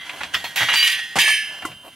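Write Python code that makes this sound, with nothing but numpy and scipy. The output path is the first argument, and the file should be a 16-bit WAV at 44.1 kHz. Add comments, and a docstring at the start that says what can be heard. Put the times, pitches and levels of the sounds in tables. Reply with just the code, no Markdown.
"""Finned aluminium heat sinks are shifted in a plastic crate, close to a camera's stereo microphone.
One is pulled free, jangling against its neighbours, and is dropped on others in a cardboard box, where
it thuds and rings. A hand then nudges the pile. Each clash is a spray of tiny contacts that rings the
fins; scraping is a run of small slips. Faint rumble and hiss lie underneath, and the recorder's gain
control flattens the loudest clashes."""
import sys
import numpy as np
from scipy import signal
from scipy.fft import irfft, next_fast_len
from scipy.io import wavfile
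from scipy.ndimage import uniform_filter1d

SR = 44100
rng = np.random.default_rng(int(sys.argv[2]) if len(sys.argv) > 2 else 0)


def materialize(psi):
    """Save the field psi as 16-bit PCM at rate SR to the path in sys.argv[1].

    A 1-D psi becomes a single channel; in a 2-D psi each row is a channel.
    """
    bounded = np.clip(np.atleast_2d(psi).T, -1, 1)
    quanta = np.round(bounded * 32767).astype(np.int16)
    wavfile.write(sys.argv[1], SR, quanta)


N = 85995
TIME = np.arange(N) / SR
BODY_HZ = np.fft.rfftfreq(2 ** 13, 1 / SR)

# Metal on metal: t/s, strength/dB, chatter decay/s, treble tilt/(dB per octave), heat sink that rings
CLASHES = [(0.0, -23, 0.0089, -8, "lifted"), (0.207, -24, 0.0018, -16, "lifted"),
           (0.342, -15, 0.0016, 2, "lifted"), (0.441, -18, 0.0026, 3.5, "lifted"),
           (0.559, -6.5, 0.0042, 3, "lifted"), (0.578, -7, 0.011, -2.5, "lifted"),
           (0.606, -9, 0.0095, -2, "lifted"), (0.686, -5, 0.0051, -19, "lifted"),
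           (0.686, -5.5, 0.0041, -18, "neighbour"), (0.717, -11, 0.0012, -10, "neighbour"),
           (0.738, -31, 0.015, -3, "neighbour"), (0.755, -0.5, 0.0065, 1.5, "neighbour"),
           (0.791, -2.5, 0.0044, -10.5, "neighbour"), (0.826, 8.5, 0.0014, 1.5, "neighbour"),
           (0.853, -6.5, 0.00078, 9, "neighbour"), (0.876, -12, 0.0026, -3, "neighbour"),
           (0.929, -17.5, 0.0046, -3, "neighbour"), (1.164, -30, 0.0081, -9, "dropped"),
           (1.186, 2, 0.011, -8.5, "dropped"), (1.222, -3.5, 0.019, -1.5, "dropped"),
           (1.266, -2.5, 0.021, -2, "dropped")]
# Spectrum of a held or wedged part, knocked or scraped: f/Hz, relative level/dB
WEDGED_SPECTRUM = [(100, -24.5), (450, -24.5), (800, -1.5), (1100, 0), (1400, 1.5), (2000, 6), (3300, 5),
                   (3800, -0.5), (6500, -8), (10000, -14.5), (15500, -36.5)]


def amp(db):
    """Decibels to gain."""
    return 10 ** (np.asarray(db) / 20)


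def unit_rms(x):
    """Scales to rms 1."""
    return x / np.sqrt(np.mean(x ** 2) + 1e-20)


def at_hz(points, hz):
    """Reads a table on a log-frequency axis."""
    f, value = np.transpose(points)
    return np.interp(np.log(hz + 1), np.log(f + 1), value)


def wander(position):
    """Random values one unit apart, joined by straight lines."""
    return np.interp(position, np.arange(512), rng.standard_normal(512))


def add(mix, start, sound):
    """Mixes a sound in at its start time in seconds."""
    part = mix[:, round(start * SR):][:, :sound.shape[1]]
    part += sound[:, :part.shape[1]]


def mic_ports(hz):
    """Phase angle (rad) and level lean (dB) between the microphone's left and right ports."""
    correlation = [(50, 1), (1000, 0.91), (2500, 0.86), (4500, 0.75), (6800, 0.5), (8500, 0.85),
                   (9500, 0.44), (10800, 0.61), (13000, 0.73), (16000, 0.81)]  # likeness of the ports: f/Hz, left-right correlation
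    left_lean = [(100, 0), (500, 1.5), (1300, -1.5), (4400, -2.5), (8500, 0), (15000, 0)]  # balance: f/Hz, left minus right level/dB
    return np.arccos(at_hz(correlation, hz)), at_hz(left_lean, hz)


def mic_noise(gain, hz):
    """Steady sound of this spectral shape with random phases, as the two ports hear it, at rms 1."""
    phase, side = rng.random((2, len(hz)))
    angle, lean_db = mic_ports(hz)
    spectrum = gain * np.exp(2j * np.pi * phase)
    left = spectrum * amp(lean_db)
    right = spectrum * np.exp(1j * angle * np.sign(side - .3))
    return unit_rms(irfft(np.array([left, right])))


def damped(sound, decay):
    """Lets each band die at its own speed; decay lists f/Hz, t60/s."""
    hz, t, bands = signal.stft(sound, SR, nperseg=256)
    fade = amp(-60 * t / at_hz(decay, hz)[:, None])
    return signal.istft(bands * fade, SR, nperseg=256)[1]


def chatter(ring, decay_s, contacts_per_s=400):
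    """A first contact and a dying spray of further ones, each setting off the ring."""
    t = TIME[:SR // 8]
    touches = rng.random(len(t)) < contacts_per_s / SR
    clicks = touches * rng.standard_normal(len(t)) * np.exp(-t / (2 * decay_s))
    clicks[0] = 1.0
    return signal.fftconvolve(ring, clicks[None] / np.linalg.norm(clicks), axes=1)


def blows(hits, spectrum, decay):
    """Short rattling blows on a body with dense, damped modes."""
    out = np.zeros((2, N))
    octaves = np.log2(np.maximum(BODY_HZ, 100))
    for start, db, rattle_s, tilt in hits:
        body = mic_noise(amp(at_hz(spectrum, BODY_HZ) + tilt * octaves), BODY_HZ)
        add(out, start, amp(db) * chatter(damped(body, decay), rattle_s))
    return out


def friction(levels, spectrum, t60, slips_per_s, peaks_db=0, peak_spacing_hz=119.75):
    """Tiny slips of uneven size tick a body's resonances under a level curve."""
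    slipping = rng.random(N) < slips_per_s / SR
    size_db = 2.5 * np.minimum(rng.exponential(1, N), 4)
    slips = slipping * amp(size_db) * rng.choice([-1, 1], N)
    peaks = np.clip(wander(BODY_HZ / peak_spacing_hz), -2, 1.5)
    body = mic_noise(amp(at_hz(spectrum, BODY_HZ) + peaks_db * peaks), BODY_HZ)
    tick = body * amp(-60 * TIME[:body.shape[1]] / t60)
    scrape = signal.fftconvolve(tick, slips[None], axes=1)[:, :N]
    return unit_rms(scrape) * amp(np.interp(TIME, *np.transpose(levels)))


def fin_tones(name, clashes):
    """The strongest fin modes gather each clash's energy and ring on; the highest shimmer as fins buzz."""
    modes = { "lifted": [(1528, -29, .45), (1672, -28, .6), (1872, -28, 1.1), (1894, -24, .5),
             (1944, -30, .4), (2001, -29, .6), (2066, -31, 1.4), (2441, -30, .4), (2752, -25, .35),
             (3165, -27, .45), (3278, -25, 1.0), (3397, -31, .7), (3864, -26, .3), (4533, -36, .3),
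             (5905, -36, .3), (11076, -39, .4)], "neighbour": [(1869, -29, .85), (1545, -35, .55),
             (1877, -34, .8), (2008, -36, .8), (1902, -25, .4), (2193, -28, .35), (2226, -26, .3),
             (2388, -23, .3), (2546, -33, .6), (2783, -28, .35), (1755, -36, .8), (2911, -13, .16),
             (2946, -28, .4), (3103, -25, .25), (3198, -34, .8), (3268, -35, .8), (3390, -38, .8),
             (3456, -37, .8), (3945, -25, .22), (4054, -39, .6), (5168, -43, .75), (5663, -45, .7),
             (6156, -40, .55)], "dropped": [(1631, -32, .7), (1689, -26, .65), (1737, -16, .45),
             (1745, -21, .6), (1869, -21, .3), (2031, -26, .6), (2090, -29, .8), (2199, -22, .28),
             (2275, -20, .25), (2302, -20, .3), (2604, -26, .65), (2622, -23, .6), (2704, -21, .3),
             (2824, -33, 1.5), (2860, -25, .7), (3104, -31, 1.8), (3143, -37, 1.5), (3112, -18, .4),
             (3178, -27, .7), (4202, -27, .3), (5045, -32, .75), (5136, -36, .75), (5658, -39, .7),
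             (5939, -30, .4), (6578, -42, .7), (8950, -35, .6), (9300, -36, .55), (10930, -35, .75),
             (13300, -44, .7)]}  # strongest modes by heat sink: f/Hz, relative level/dB, t60/s
    waver_depth = [(5500, .22), (9000, .9)]  # waver of level and phase: f/Hz, depth
    waver_rate = [(5500, 14), (9000, 130)]  # its pace: f/Hz, changes per s
    power, out = np.zeros((1, N)), np.zeros((2, N))
    ports = np.array([[.5], [-.5]])
    for start, db, chatter_s, _ in clashes:
        push = np.exp(-TIME[:SR // 4] / chatter_s)
        add(power, start, amp(db) ** 2 * push[None] / push.sum())
    for hz, db, t60 in modes[name]:
        energy = signal.lfilter([1], [1, -amp(-120 / (t60 * SR))], power[0])
        depth, pace = at_hz(waver_depth, hz), TIME * at_hz(waver_rate, hz)
        envelope = np.sqrt(2 * energy) * (1 + depth * wander(pace)) / np.hypot(1, depth)
        phase = 2 * np.pi * (hz * TIME + rng.random()) + 2 * depth * wander(pace)
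        angle, lean_db = mic_ports(hz)
        out += amp(db + lean_db * ports) * envelope * np.sin(phase - angle * ports)
    return out


def heat_sink(name, mode_count=560, spread_db=3.5, cluster_hz=110.67, cluster_db=4):
    """Each clash rings the strong tones and one crowd of weaker fin modes, in a new mixture each time."""
    crowd_spectrum = { "lifted": [(500, -21.5), (900, -9), (1400, -9), (2000, -2), (3200, -1.5),
                      (4300, -5.5), (6500, -7.5), (8000, -17.5), (11000, -10), (15500, -20.5)],
                      "neighbour": [(500, -38), (1100, -8), (1800, 2), (3100, 6), (4600, -12), (5300, -20),
                      (7500, -24), (9200, -6), (13500, -10), (15500, -8.5)], "dropped": [(500, -20.5),
                      (1000, -20), (1400, -27), (1800, -3), (2300, -1), (3200, -7.5), (3700, -9.5),
                      (4400, -4), (5200, -18), (6200, -11.5), (7700, -27), (9000, -2.5), (9900, -27),
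                      (11000, -9), (12000, -37), (13200, -9), (15500, -60)]}  # weaker modes by heat sink: f/Hz, relative level/dB
    crowd_db = {"lifted": -17, "neighbour": -23, "dropped": -13.5}  # gain of the weaker modes by heat sink: level/dB
    tones_db = {"lifted": 0.5, "neighbour": 0, "dropped": -1}  # gain of the strongest modes by heat sink: level/dB
    fin_decay = [(500, 0.21), (2000, 0.52), (3200, 0.65), (5000, 0.56), (10000, 0.49), (15000, 0.17)]  # full ring of the weaker modes: f/Hz, t60/s
    ring_share = {"lifted": 1, "neighbour": 0.97, "dropped": 0.75}  # share of that time for which each heat sink rings
    decay = [(f, t60 * ring_share[name]) for f, t60 in fin_decay]
    clashes = [clash for *clash, part in CLASHES if part == name]
    hz = np.fft.rfftfreq(2 ** 15, 1 / SR)
    is_mode = (rng.random(len(hz)) < mode_count / len(hz)) & (hz > 100)
    mode_db = spread_db * np.clip(rng.standard_normal(len(hz)), -2, 2)
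    mode_db += cluster_db * wander(hz / cluster_hz)  # the modes of alike fins form clusters
    crowd = is_mode * amp(mode_db + at_hz(crowd_spectrum[name], hz))
    treble_octaves = np.log2(np.maximum(hz, 2000))
    out = amp(tones_db[name]) * fin_tones(name, clashes)
    for start, db, chatter_s, tilt in clashes:
        ring = damped(mic_noise(crowd * amp(tilt * treble_octaves), hz), decay)
        add(out, start, amp(db + crowd_db[name]) * chatter(ring, chatter_s))
    return out


def pings():
    """Wedged fins, the crate, the box and the settling pile answer knocks with single dying modes."""
    modes = [(0.0, 2050, -37, 0.7), (0.0, 3440, -44, 1.1), (0.094, 2043, -40.5, 0.5),
             (0.0, 3224, -37.5, 0.6), (0.236, 2860, -39, 0.3), (0.342, 2968, -21, 0.085),
             (0.343, 3499, -23.5, 0.16), (0.345, 5230, -25.5, 0.098), (0.344, 1884, -30, 0.64),
             (0.442, 3282, -40, 0.5), (0.442, 4245, -30.5, 0.17), (0.442, 735, -27, 0.034),
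             (0.558, 8700, -36, 0.13), (0.619, 119, -30.5, 0.2), (0.686, 2830, -18.5, 0.38),
             (0.756, 4650, -16, 0.38), (0.793, 4640, -13.5, 0.35), (1.651, 320, -27, 0.079),
             (1.655, 1048, -18.5, 0.042), (1.651, 1375, -15.5, 0.026), (1.652, 2010, -27.5, 0.093),
             (1.278, 115, -41.5, 0.3)]  # struck modes: t/s, f/Hz, level/dB, t60/s
    out, t = np.zeros((2, N)), TIME[:SR]
    for start, hz, db, t60 in modes:
        ping = amp(db - 60 * t / t60) * np.sin(2 * np.pi * hz * t)
        add(out, start, ping[None])
    return out


def sliding_parts():
    """Parts scrape over each other in dense, quickly damped slips."""
    levels = [(0, -53), (.06, -40), (.19, -37.5), (.26, -40), (.3, -43.5), (.328, -42), (.34, -23.5),
              (.36, -52), (.41, -38), (.5, -43.5), (.56, -40.5), (1.1, -44.5), (1.55, -41.5), (1.68, -46),
              (1.77, -52), (1.87, -56), (1.95, -50)]  # course of the scraping: t/s, level/dB
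    return friction(levels, WEDGED_SPECTRUM, t60=.11, slips_per_s=1100, peaks_db=3.5)


def cardboard_rub():
    """The load drags on the cardboard and stirs its hollow resonances."""
    levels = [(0, -54.5), (.16, -40), (.3, -51), (.93, -50), (1.1, -68), (1.4, -79), (1.51, -47),
              (1.6, -50), (1.68, -40), (1.77, -57.5), (1.82, -58), (1.85, -43.5), (1.885, -41.5),
              (1.91, -64)]  # course of the rubbing: t/s, level/dB
    spectrum = [(30, -29), (80, -35), (170, 2), (240, -20), (320, 4), (480, -21), (660, 3.5), (800, -14.5),
                (980, 5.5), (1250, -19.5), (2500, -10.5), (6000, -29), (11000, -15.5), (15500, -32)]  # rubbed cardboard: f/Hz, relative level/dB
    return friction(levels, spectrum, t60=.061, slips_per_s=1400)


def room_tone(level_db=-52.5):
    """Faint steady rumble and hiss at the microphone."""
    spectrum = [(25, 2), (60, 7), (120, -1.5), (250, -3), (600, -24), (2000, -18), (6000, -39),
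                (9500, -10.5), (13000, -25), (15500, -24)]  # background: f/Hz, relative level/dB
    hz = np.fft.rfftfreq(next_fast_len(N + 2, True), 1 / SR)
    return amp(level_db) * mic_noise(amp(at_hz(spectrum, hz)), hz)[:, :N]


def wedged_knocks():
    """Parts that are held or wedged knock with hardly any ring."""
    hits = [(0.094, -26.5, 0.0017, -5.5), (0.207, -24.5, 0.0031, -5.5), (0.234, -22, 0.00055, -3.5),
            (0.344, -14.5, 0.0018, -3.5), (0.442, -23, 0.0075, -4.5), (0.559, -23.5, 0.00091, -5),
            (0.572, -18.5, 0.012, -1.5), (0.607, -17, 0.0024, -4.5), (0.619, -15, 0.0059, -4),
            (0.686, -18, 0.002, -1.5), (0.697, -21.5, 0.0015, -4.5), (0.716, -22.5, 0.00032, -4),
            (0.729, -24.5, 0.0005, -2), (0.738, -9.5, 0.0033, 0), (0.826, -11.5, 0.0022, -0.5),
            (0.876, -12.5, 0.0027, 2.5), (0.99, -27, 0.0025, 0), (1.156, -22, 0.0067, 4.5),
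            (1.164, -19.5, 0.0011, 4), (1.187, -5, 0.0008, 3), (1.278, -11.5, 0.0037, 0.5),
            (1.623, -28.5, .0004, -7), (1.652, -31, 0.0019, 10), (1.715, -38, 0.005, -3)]  # knocks: t/s, level/dB, rattle decay/s, tilt/(dB per octave)
    decay = [(100, 0.38), (800, 0.077), (3000, 0.11), (12000, 0.11)]  # damping of the parts: f/Hz, t60/s
    return blows(hits, WEDGED_SPECTRUM, decay)


def skittering_fins():
    """Fin edges skip over each other in sparse, bright ticks."""
    levels = [(.555, -56), (.57, -31), (.66, -34), (.74, -28), (.85, -8.5), (.93, -22.5), (.98, -39.5),
              (1.175, -43), (1.19, -9.5), (1.29, -23), (1.36, -31.5), (1.43, -56)]  # course of the skittering: t/s, level/dB
    spectrum = [(500, -21.5), (1500, -3), (2800, 9.5), (4700, 3), (7000, -1), (9200, -9.5), (13000, -10),
                (15500, -20)]  # fin edges: f/Hz, relative level/dB
    return friction(levels, spectrum, t60=.1, slips_per_s=110, peaks_db=9)


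def box_thuds():
    """Blows on the cardboard floor of the box, whose low modes last longest."""
    hits = [(0.615, -40, 0.0093, -3), (1.157, -13.5, 0.0044, 1), (1.18, -15.5, 0.00085, 0),
            (1.582, -42, 0.0031, 9), (1.652, -33.5, 0.0018, -1), (1.69, -39, 0.021, -8)]  # blows: t/s, level/dB, rattle decay/s, tilt/(dB per octave)
    spectrum = [(30, -15), (70, -7), (130, -4.5), (220, -4), (450, -9), (800, 4), (1300, -2), (2200, -7.5),
                (6000, -61)]  # struck cardboard: f/Hz, relative level/dB
    decay = [(60, 0.29), (300, 0.087), (1000, 0.079), (5000, 0.015)]  # damping of the box: f/Hz, t60/s
    return blows(hits, spectrum, decay)


def scene():
    """Ringing metal, knocks, scraping and cardboard at close range, over quiet room tone."""
    metal = sum(heat_sink(name) for name in ("lifted", "neighbour", "dropped")) + wedged_knocks()
    scraping = sliding_parts() + skittering_fins()
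    box = box_thuds() + cardboard_rub()
    return metal + scraping + box + pings() + room_tone()


def record(dry, low_cut_hz=106, threshold_db=-15, ratio=3.6, recover_db_per_s=131, top_hz=15900):
    """The camera's input: low cut, gain control that clamps clashes and recovers steadily, band limit."""
    cut = signal.sosfilt(signal.butter(2, low_cut_hz, "high", fs=SR, output="sos"), dry)
    power = uniform_filter1d((cut ** 2).mean(0), size=220)  # 5 ms average
    power_db = 10 * np.log10(abs(power) + 1e-12)
    recovery_db = TIME * recover_db_per_s
    peak_db = np.maximum.accumulate(power_db + recovery_db) - recovery_db
    over_db = uniform_filter1d(np.maximum(peak_db - threshold_db, 0), size=100)
    clamped = cut / amp((1 - 1 / ratio) * over_db)
    band_limit = signal.firwin(255, top_hz, window=("kaiser", 9), fs=SR)
    return signal.oaconvolve(clamped, band_limit[None], "same")


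dry = scene()
out = record(dry)
materialize(out)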